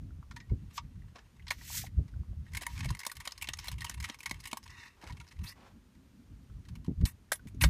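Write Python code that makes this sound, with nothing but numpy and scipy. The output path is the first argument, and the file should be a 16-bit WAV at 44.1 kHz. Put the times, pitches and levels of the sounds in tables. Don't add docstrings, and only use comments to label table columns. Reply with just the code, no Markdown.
import sys
import numpy as np
from scipy import signal
from scipy.fft import rfft, irfft, next_fast_len
from scipy.io import wavfile
from scipy.ndimage import uniform_filter1d, map_coordinates

SR = 44100
rng = np.random.default_rng(int(sys.argv[2]) if len(sys.argv) > 2 else 0)


def store_pcm(level_fs):
    pcm = np.round(np.clip(level_fs, -1, 1) * 32767).astype(np.int16)
    wavfile.write(sys.argv[1], SR, np.atleast_2d(pcm).T)


def makeup_ratio(level_db):
    decades = np.asarray(level_db, float) / 20
    return 10 ** decades


N = 339129
SIZE = 8192


def unit(x):
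    return x / np.sqrt(np.mean(x ** 2, axis=-1, keepdims=True) + 1e-20)


def peaked(x):
    return x / np.abs(x).max(axis=1, keepdims=True)


def columns(table):
    return np.transpose(table)[:, :, None]


def shape(points, hz):
    point_hz, db = np.transpose(points)
    return makeup_ratio(np.interp(np.log(hz + 1), np.log(point_hz + 1), db))


def gains(spans):
    t = np.arange(N) / SR
    total = 0
    for rows in spans:
        s, *levels_db = np.transpose(rows)
        edge = np.clip(np.minimum(t - s[0], s[-1] - t) / .008, 0, 1)
        total = total + edge * makeup_ratio([np.interp(t, s, db) for db in levels_db])
    return total


def wobble(rate):
    knots = rng.standard_normal(int(N * rate / SR) + 4)
    return map_coordinates(knots, [np.arange(N) * rate / SR])


def filtered(x, response):
    m = next_fast_len(x.shape[-1] + SIZE)
    return irfft(rfft(x, m) * response(np.fft.rfftfreq(m, 1 / SR)), m)[..., :x.shape[-1]]


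def noise(spectrum, lumps_db, rate):
    lumpy = makeup_ratio(lumps_db * wobble(rate)) * rng.standard_normal(N)
    return unit(filtered(lumpy, lambda hz: shape(spectrum, hz)))


def resonances(hz, centre_hz, width_hz, db):
    centre, width = centre_hz[:, None], width_hz[:, None]
    damping = 1j * hz * width
    one = damping / (centre ** 2 - hz ** 2 + damping)
    return (makeup_ratio(db) * (-1.) ** np.arange(len(centre_hz))) @ one


def placed(s, rows):
    index = np.round(s * SR).astype(int) + np.arange(rows.shape[1])
    return np.bincount(index.ravel(), rows.ravel(), N + SIZE)[:N]


# time_s, peak_db, brush_before_s, rebound_after_s, rebound_db
BLOWS = [
    (2.6653, -24.5, .033, .067, -49),
    (2.904, -30, .0155, .0447, -34.5),
    (3.0646, -23.5, .015, .05, -31.5),
    (3.275, -24.5, .023, .0447, -32),
    (3.4875, -25.5, .0155, .0464, -26.5),
    (3.682, -25.5, .011, .033, -36.5),
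    (3.895, -27.5, .032, .046, -38.5),
    (4.0966, -29, .008, .047, -37.5),
    (4.3106, -25, .016, .032, -44),
    (4.5296, -23, .017, .0414, -30.5),
]
# brush_hz, blow_hz, rebound_hz
BLOW_HZ = [(2000, 1000, 2000), (4500, 1100, 1900), (1900, 5000, 1450), (2200, 3500, 5240),
           (2600, 3500, 6600), (2500, 3700, 1000), (2900, 6500, 2350), (1050, 3500, 2150),
           (1020, 1900, 2500), (2900, 1100, 930)]
# time_s, peak_db, second_after_s, second_db
SKIPS = [(2.534, -38.5, .014, -30.5), (2.777, -37, .013, -39), (2.8447, -31.5, .0106, -34.5),
         (2.9912, -35.5, .009, -35.5), (3.152, -49, .0153, -39), (3.413, -36, .0093, -29),
         (3.57, -47, .0167, -30.5), (3.6412, -37, .0134, -40), (3.8065, -35, .01, -33),
         (4.025, -38.5, .0154, -29), (4.1874, -45, .017, -36.5), (4.4374, -41.5, .017, -33),
         (4.628, -44, .0074, -47.5)]
# first_hz, second_hz
SKIP_HZ = [(2100, 1860), (2090, 1860), (2500, 2500), (5200, 1840), (1890, 1850), (2500, 2500), (2330, 5200),
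           (1860, 2500), (4070, 1880), (1880, 1890), (5290, 2500), (1880, 2550), (6000, 5200)]
# time_s, peak_db, strongest_hz
WALL = [(2.519, -52, 1750), (2.5694, -29, 2100), (2.61, -38, 2000), (2.619, -33, 1700),
        (2.8054, -32.5, 2200), (2.9685, -42, 1900), (3.012, -38, 2000), (3.0328, -34.5, 2260),
        (3.0954, -36, 2070), (3.2013, -36.5, 1840), (3.255, -41, 2000), (3.308, -44, 3700),
        (3.377, -40.5, 5200), (3.4422, -35, 2500), (3.725, -41, 2800), (3.7374, -46, 2500),
        (3.7822, -42.5, 2490), (3.8436, -29, 1100), (3.91, -42, 1500), (4.0003, -36, 1850),
        (4.0519, -37.5, 2800), (4.2297, -39, 1840), (4.2579, -27, 1980), (4.4009, -45, 5240),
        (4.4714, -37, 2500)]


def ramming():
    blow_t60, brush_t60, wall_t60 = .019, .022, .028
    brush_db = -35.5
    ring_db, ring_spread_db, t60_spread = -10, 4, .25
    rams = [(s, db, wall_t60, hz) for s, db, hz in WALL]
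    for (s, db, after, second_db), (first_hz, second_hz) in zip(SKIPS, SKIP_HZ):
        rams += [(s, db, wall_t60, first_hz), (s + after, second_db, wall_t60, second_hz)]
    for (s, db, before, after, rebound_db), (brush_hz, blow_hz, rebound_hz) in zip(BLOWS, BLOW_HZ):
        rams.append((s - before, brush_db, brush_t60, brush_hz))
        rams.append((s, db, blow_t60, blow_hz))
        rams.append((s + after, rebound_db, blow_t60, rebound_hz))
    s, db, t60, hz = columns(rams)
    ring, length = columns(rng.standard_normal((len(rams), 2)))
    return contacts(s, db, ring_db + ring_spread_db * ring, t60 * np.exp(t60_spread * length), hz, ring_t60=.055)


# time_s, peak_db, ring_db, strongest_hz
RAISE = [(.31, -41, -25, 1400), (.362, -38, -20, 1840), (.401, -43, -42, 2060), (.494, -52.5, -34, 1900),
         (.777, -27, -42, 1150), (1.157, -43, -42, 1140), (1.184, -46.5, -36, 1640),
         (1.467, -40, -35, 1900), (1.48, -33.5, -19, 4200), (1.505, -18.5, -18, 2000),
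         (1.864, -41, -14, 2070), (2.079, -53.5, -21, 1730)]
# time_s, peak_db, strongest_hz
DRAW = [(4.677, -41.5, 2700), (4.702, -45, 6600), (5.014, -49, 1800), (5.024, -45, 2500),
        (5.039, -43, 1100), (5.066, -46, 2300), (5.073, -41, 2400), (5.096, -45, 2300), (5.104, -45, 1900),
        (5.123, -45, 4000), (5.169, -48, 2450), (5.2, -38.5, 2300), (5.211, -48, 1500), (5.266, -55, 1600),
        (5.276, -50.5, 5200), (5.286, -50, 5200), (5.311, -52, 1900), (5.321, -48, 1850),
        (5.365, -57, 2300), (5.389, -52, 2900), (5.439, -43, 6000), (5.95, -61, 1950)]
# time_s, peak_db, ring_db, strongest_hz
STOW = [(6.651, -55.5, -17, 1760), (6.685, -46.5, -10.5, 1390), (6.753, -45.5, -12, 2440),
        (6.845, -50.5, -11, 931), (6.861, -50, -18, 926), (7.01, -47, -18, 1460), (7.053, -27.5, -8, 4530),
        (7.318, -21, -2, 1500), (7.327, -30, 0, 4500), (7.354, -46, 1, 3200), (7.471, -50, -4, 2120),
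        (7.482, -53, -3, 2500), (7.545, -59.5, -8, 5850), (7.611, -22, -13, 2720), (7.619, -26, -20, 2020),
        (7.637, -13, -16, 1400)]


def handling():
    free_t60 = .105
    s, db, ring_db, hz = columns(RAISE)
    raised = contacts(s, db, ring_db, .042, hz, free_t60)
    s, db, hz = columns(DRAW)
    drawn = contacts(s, db, -17, .025, hz, free_t60)
    s, db, ring_db, hz = columns(STOW)
    return raised + drawn + contacts(s, db, ring_db, .032, hz, free_t60)


# pitch_hz, level_db (per Hz)
CHATTER = [(300, -33), (600, -28), (900, -8), (2000, -5), (4000, -2), (7000, -4), (10000, -5),
           (15000, -13.5), (17000, -11)]


def contacts(s, db, ring_db, t60, centre_hz, ring_t60):
    t = np.arange(SIZE) / SR
    grain, bounces = rng.standard_normal((2, len(s), SIZE))
    luck = rng.standard_normal((len(s), len(ROD_HZ)))
    fade = (1 - np.exp(-t / .0011)) * makeup_ratio(-60 * (t / np.clip(t60, .004, .09)) ** 1.25)
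    force = fade * makeup_ratio(16 * uniform_filter1d(bounces, size=40)) * grain

    def steel(hz, plain):
        return shape(CHATTER, hz) * (plain + rod(hz, ring_t60, 3 * luck))

    def low(hz):
        return 1 / (1 + (hz / 7000) ** 8)

    def place(hz):
        return 1 + 1.7 * np.exp(-(np.log((hz + 1) / centre_hz) / 0.2) ** 2)

    body = filtered(force, lambda hz: steel(hz, .55) * low(hz) * place(hz) * bore(hz) ** .5)
    ring = filtered(force, lambda hz: steel(hz, .02 / ring_t60) * (1 - low(hz)))
    return placed(s, makeup_ratio(db) * (peaked(body) + makeup_ratio(ring_db + 3.5) * peaked(ring)))


ROD_HZ = [930, 1250, 1480, 1880, 2200, 2700, 3150, 3620, 4120, 4600, 5220, 5830, 6470, 7200, 7930, 8690,
          9460, 10300, 11150, 12020, 12920, 13840, 14830]
ROD_DB = [-1.5, .5, -11, 3, -5.5, -2, -11, -5, -10, -10, -9, -6.5, -8, -10, -8, -4, -6, -7, -3, -4, -1, -3,
          -7]


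def rod(hz, t60, scatter_db=0):
    centre = np.array(ROD_HZ, float)
    width = np.log(1000) / np.pi / t60 * (1 + (4500 / centre) ** 1.3)
    return resonances(hz, centre, width, np.add(ROD_DB, scatter_db))


# pitch_hz, width_hz, level_db
BORE = [(950, 110, 2), (1900, 220, 3.5), (2600, 600, 0), (1330, 160, 0)]


def bore(hz):
    centre, width, db = np.transpose(BORE)
    return 1 + np.abs(resonances(hz, centre, width, db))


# time_s, peak_db, pitch_hz, t60_s
HUMS = [(.312, -48, 1400, .06), (.364, -45, 1850, .1), (.366, -54, 950, .06), (.402, -52, 1900, .14),
        (.5, -56, 950, .06), (1.16, -52, 1000, .06), (1.508, -32, 1950, .035), (2.668, -38, 950, .1),
        (3.846, -40, 1050, .1), (4.04, -44, 1890, .08), (5.075, -54, 1400, .14), (5.097, -45, 980, .09),
        (5.102, -48, 1850, .05), (5.207, -52, 1400, .06), (5.205, -52, 950, .06), (7.318, -21, 1600, .016)]


def hums():
    t = np.arange(SIZE) / SR
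    s, db, hz, t60 = columns(HUMS)
    rough = 1 + .45 * unit(uniform_filter1d(rng.standard_normal((len(s), len(t))), size=150))
    fade = (1 - np.exp(-t / .0011)) * makeup_ratio(-60 * t / t60)
    return placed(s, makeup_ratio(db) * peaked(rough * np.sin(2 * np.pi * hz * t) * fade))


# time_s, peak_db, deep_share_db
KNOCKS = [(0.776, -47, -12), (1.156, -45, -9), (1.507, -37.5, -15.5), (2.615, -41, -8), (2.853, -40, 0),
          (3.065, -40.5, -5.5), (3.272, -36.5, -13), (3.486, -39.5, -3.5), (3.682, -43, -10),
          (3.896, -43.5, -3.5), (4.097, -38.5, 0.5), (4.311, -36.5, 0.5), (4.529, -36, 2),
          (5.036, -41, -0.5), (7.054, -47, -8), (7.319, -25, -20), (7.638, -23, -4)]


def knocks():
    t = np.arange(SIZE // 2) / SR
    s, db, deep_db = columns(KNOCKS)
    push = makeup_ratio(-60 * t / 0.025) * rng.standard_normal((len(s), len(t)))

    def mode(centre_hz, width_hz):
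        centre, width = np.array([centre_hz]), np.array([width_hz])
        return peaked(filtered(push, lambda hz: resonances(hz, centre, width, np.zeros(1)) ** 2))

    return placed(s, makeup_ratio(db - 2.5) * (mode(665.0, 330.) + makeup_ratio(deep_db) * mode(235.0, 170.)))


# time_s, peak_db, pitch_hz
TICKS = [(0.092, -65, 696), (0.104, -58, 1400), (0.227, -47.5, 1173), (0.639, -65, 830), (0.918, -68, 950),
         (0.954, -63, 1530), (1.02, -56.5, 1910), (1.039, -63, 940), (1.081, -63, 1710),
         (1.396, -49.5, 2050), (1.423, -54, 2860), (1.612, -45, 1920), (1.614, -52, 950), (1.7, -41, 940),
         (1.745, -46, 950), (1.749, -37.5, 4100), (1.838, -39.5, 750), (2.137, -54.5, 1490),
         (2.16, -58, 620), (2.33, -56, 650), (2.233, -55, 1020), (2.465, -49.5, 1880), (5.367, -58, 2080),
         (6.497, -58, 1320), (6.731, -63, 725), (7.287, -64, 1810), (7.394, -52, 1500)]


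def ticks():
    t = np.arange(SIZE // 2) / SR
    s, db, hz = columns(TICKS)
    rough = 1 + 0.77 * unit(uniform_filter1d(rng.standard_normal((len(s), len(t))), size=60))
    fade = (1 - np.exp(-t / 0.0014)) * makeup_ratio(-60 * t / 0.032)
    return placed(s, makeup_ratio(db) * peaked(rough * np.sin(2 * np.pi * hz * t) * fade))


# time_s, low_modes_db, high_modes_db
SCRAPES = [
    [(4.69, -57, -80), (4.8, -53, -76), (4.885, -54.5, -76), (4.9, -66, -84), (4.96, -70, -90)],
    [(5.43, -56, -62), (5.478, -56, -58), (5.515, -57, -62), (5.54, -66, -72)],
    [(7.055, -45, -43), (7.075, -53, -49), (7.098, -54, -50), (7.106, -66, -62), (7.128, -65, -66)],
    [(7.604, -55, -56), (7.624, -33, -32), (7.645, -40, -40), (7.69, -68, -71)],
]
# time_s, level_db
RATTLE = [
    [(0.55, -82), (0.706, -73), (0.858, -79), (1.45, -75)],
    [(2.45, -70), (2.56, -59), (2.75, -52), (2.9, -56), (3.22, -56.5), (3.65, -57), (4.3, -57), (4.68, -60)],
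    [(5.0, -66), (5.2, -69), (5.43, -68)],
]


def scrapes():
    def sung(lumps_db, rate, plain, band):
        pattern = 5 * rng.standard_normal((6, len(ROD_HZ)))
        friction = noise(CHATTER, lumps_db, rate)
        ways = filtered(friction, lambda hz: band(hz) * (plain + rod(hz, .05, pattern)))
        share = makeup_ratio([7 * wobble(30) for _ in ways])
        return unit((share * ways).sum(axis=0) / np.linalg.norm(share, axis=0))

    def low_band(hz):
        return bore(hz) / (1 + (hz / 7300) ** 5) / (1 + (1200 / (hz + 1)) ** 2)

    def high_band(hz):
        return 1 / (1 + (7000 / (hz + 1)) ** 8)

    def rattle_band(hz):
        return bore(hz) ** .5 / (1 + (hz / 7000) ** 2) / (1 + 1400 / (hz + 1))

    low_gain, high_gain = gains(SCRAPES)
    low = drifting(sung(2, 130, .2, low_band))
    dead_hz, dead_width_hz = 3250, 260
    low = unit(filtered(low, lambda hz: 1 - .98 * np.exp(-((hz - dead_hz) / dead_width_hz) ** 2)))
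    high = sung(2, 150, .12, high_band)
    rattle = drifting(sung(6.5, 80, .2, rattle_band))
    return low_gain * low + high_gain * high + gains(RATTLE)[0] * hang() * rattle


def drifting(x):
    speed = 1 + .016 * wobble(18)
    return map_coordinates(x, [np.cumsum(speed / speed.mean())], mode="mirror")


def hang():
    after_s, length_s, dip_db = .047, .035, -12
    s, _, _, rebound_after, _ = columns(BLOWS[1:])
    late = np.arange(N) / SR - s - rebound_after - after_s
    return makeup_ratio(dip_db * np.exp(-(late / length_s) ** 4).sum(axis=0))


# time_s, rasp_db, hiss_db
SLIDES = [
    [(0.72, -70, -86), (0.744, -69, -61.5), (0.785, -44, -50)],
    [(1.53, -58, -72), (1.556, -66, -71.5), (1.778, -42.5, -37), (1.88, -64, -65.5)],
    [(2.675, -64, -70), (2.74, -61, -63), (2.78, -63, -68)],
    [(2.99, -58, -68), (3.03, -60, -72)],
    [(3.59, -54, -70), (3.63, -58, -74), (3.68, -57, -70)],
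]
# pitch_hz, level_db (per Hz)
RASP = [(710, -46), (1200, -13.5), (1900, -0.5), (2920, -3), (6000, -1.5), (7800, -16), (13200, -120)]
# pitch_hz, level_db (per Hz)
HISS = [(2650, -44), (4500, -6), (5900, 3), (7730, 4), (9210, -3), (14600, 1.5), (15700, -24), (16000, -34)]


def slides():
    rasp_gain, hiss_gain = gains(SLIDES)
    rasp = noise(RASP, lumps_db=1.5, rate=220)
    hiss = noise(HISS, lumps_db=1.2, rate=300)
    return rasp_gain * rasp + hiss_gain * hiss


# time_s, pitch_hz, level_db
SQUEAK = [
    (5.439, 1980, -75),
    (5.469, 3950, -49),
    (5.489, 4840, -44),
    (5.528, 5200, -64),
]


def squeak():
    s, hz, db = np.transpose(SQUEAK)
    t = np.arange(N) / SR
    rough = unit(uniform_filter1d(rng.standard_normal(N), size=45))
    phase = 2 * np.pi * np.cumsum(np.interp(t, s, hz)) / SR
    return makeup_ratio(np.interp(t, s, db, -120, -120)) * rough * np.sin(phase)


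# time_s, level_db
SCUFFS = [
    [(1.14, -83), (1.16, -52), (1.24, -78)],
    [(4.96, -73), (5.04, -56), (5.17, -73)],
    [(5.55, -67), (5.58, -61.5), (5.682, -61), (5.85, -91)],
]
# pitch_hz, level_db (per Hz)
CLOTH = [(210, -26), (350, -10.5), (413, -7), (622, -9.5), (867, -5.5), (1770, -13), (6000, -26),
         (13000, -42)]


def scuffs():
    return gains(SCUFFS)[0] * noise(CLOTH, lumps_db=2.5, rate=60)


def ground(x):
    t = np.arange(SIZE) / SR
    tail = rng.standard_normal(SIZE) * makeup_ratio(-60 * t / 0.079) * (t > .004)
    tail = filtered(tail, lambda hz: 1 / (1 + 1j * hz / 5000))
    return signal.fftconvolve(x, tail / np.linalg.norm(tail))[:N]


# time_s, peak_db, t60_s
SLAPS = [
    (0.51, -31.5, 0.13),
    (1.987, -30, 0.089),
    (2.903, -37, 0.077),
    (6.878, -22.5, 0.089),
    (6.91, -31, 0.05),
    (7.018, -31, 0.11),
    (7.452, -39, 0.078),
    (7.543, -42, 0.06),
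]


def slaps():
    s, db, t60 = columns(SLAPS)
    t = np.arange(SIZE) / SR
    puff = (1 - np.exp(-t / 0.0031)) * makeup_ratio(-60 * t / t60) * rng.standard_normal((len(s), SIZE))
    puff = filtered(puff, lambda hz: (1j * hz / (90 + 1j * hz)) ** 2 / (1 + 1j * hz / 300) ** 5)
    return placed(s, makeup_ratio(db) * peaked(puff))


# time_s, peak_db, rise_s (last 20 dB), fall_s (first 20 dB)
GUSTS = [(.07, -38, .5, .2), (.2, -42, .1, .06), (.32, -42, .08, .3), (.52, -28, .05, .07),
         (.62, -37, .1, .2), (.85, -42, .2, .1), (.97, -39, .12, .15), (1.06, -42, .1, .07),
         (1.13, -44, .06, .06), (1.27, -54, .3, .3), (1.45, -48, .15, .07), (1.58, -47, .07, .1),
         (1.8, -43, .4, .3), (1.985, -27, .06, .06), (2.05, -36, .08, .05), (2.21, -39.5, .14, .12),
         (2.3, -37, .07, .07), (2.39, -38, .06, .2), (2.56, -39, .2, .1), (2.74, -45, .06, .1),
         (2.91, -31, .22, .08), (3.21, -54, .3, .17), (3.41, -50, .09, .9), (3.75, -34, .1, .18),
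         (4.03, -42.5, .25, .07), (4.28, -46, .15, .25), (4.77, -56, .9, .32), (5.12, -40, .07, .14),
         (5.42, -41, .11, .14), (5.7, -59, .9, .25), (6.38, -52, .55, .06), (6.51, -43, .045, .2),
         (6.78, -39, .4, .05), (6.91, -40, .07, .3), (7.04, -19, .075, .03), (7.47, -40, .14, .6),
         (7.69, -28.5, .2, .2)]
# time_s, level_db
FLAPS = [(0.0, -50), (0.34, -62), (1.2, -71), (1.5, -68), (1.84, -59.5), (2.48, -69), (2.78, -66),
         (2.91, -73), (3.43, -81), (3.94, -71), (4.77, -72), (5.95, -64), (6.15, -57), (6.57, -64),
         (6.85, -58), (7.07, -67), (7.32, -72), (7.69, -47)]
# pitch_hz, level_db (per Hz)
RUMBLE = [(15, -38), (25, -22), (46, 1.5), (76, 2), (104, -2.5), (200, -17), (260, -48.5), (440, -120)]
# pitch_hz, level_db (per Hz)
FLUTTER = [(65, -33), (110, -11.5), (237, -2.5), (290, -8.5), (389, -27), (502, -34), (700, -35),
           (910, -67), (1540, -120)]
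# pitch_hz, level_db (per Hz)
SNAP = [(50, -40), (95, -6), (140, 0), (210, -7), (330, -22), (520, -45), (900, -120)]
# pitch_hz, level_db (per Hz)
AIR = [(180, -24.5), (300, -8), (360, -9.5), (624, -18.5), (1150, -18.5), (4990, -26.5), (6740, -27),
       (7690, -31.5), (9090, -28.5), (10600, -34.5), (12900, -31.5), (15000, -39), (16000, -56)]


def wind():
    calm_db, air_db = -11, -71
    snap_db, snap_grows = -14, 1.15
    eddy = wobble(14)
    rumble = unit(makeup_ratio(2 * eddy + 2 * wobble(8)) * noise(RUMBLE, lumps_db=2.5, rate=20))
    flutter = unit(makeup_ratio(2 * eddy + 1.5 * wobble(5)) * noise(FLUTTER, lumps_db=3.5, rate=22))
    snap = unit(makeup_ratio(2 * eddy) * noise(SNAP, lumps_db=4, rate=25))
    air = noise(AIR, lumps_db=.4, rate=9)
    s, db, rise, fall = columns(GUSTS)
    late = np.arange(N) / SR - s
    gust_db = np.max(db - 20 * np.maximum(-late / rise, late / fall), axis=0)
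    snap_gain = makeup_ratio(snap_db + db.mean() + snap_grows * (gust_db - db.mean()))
    breeze = gains([FLAPS])[0]
    rumble_gain = makeup_ratio(gust_db) + makeup_ratio(calm_db) * breeze
    return rumble_gain * rumble + snap_gain * snap + breeze * flutter + makeup_ratio(air_db) * air


def scene():
    rifle = ramming() + handling() + hums() + knocks() + ticks()
    rifle = rifle + scrapes() + slides() + squeak() + scuffs()
    return (rifle + makeup_ratio(-18) * ground(rifle) + slaps() + wind())[None]


def band_limit(x):
    return signal.sosfilt(signal.butter(12, 16470, fs=SR, output="sos"), x)


def record(dry):
    mix = filtered(dry, lambda hz: np.interp(hz, [15100, 15500, 16400, 16460], [1, .15, .15, 0]))
    return band_limit(mix)


dry = scene()
out = record(dry)
store_pcm(out)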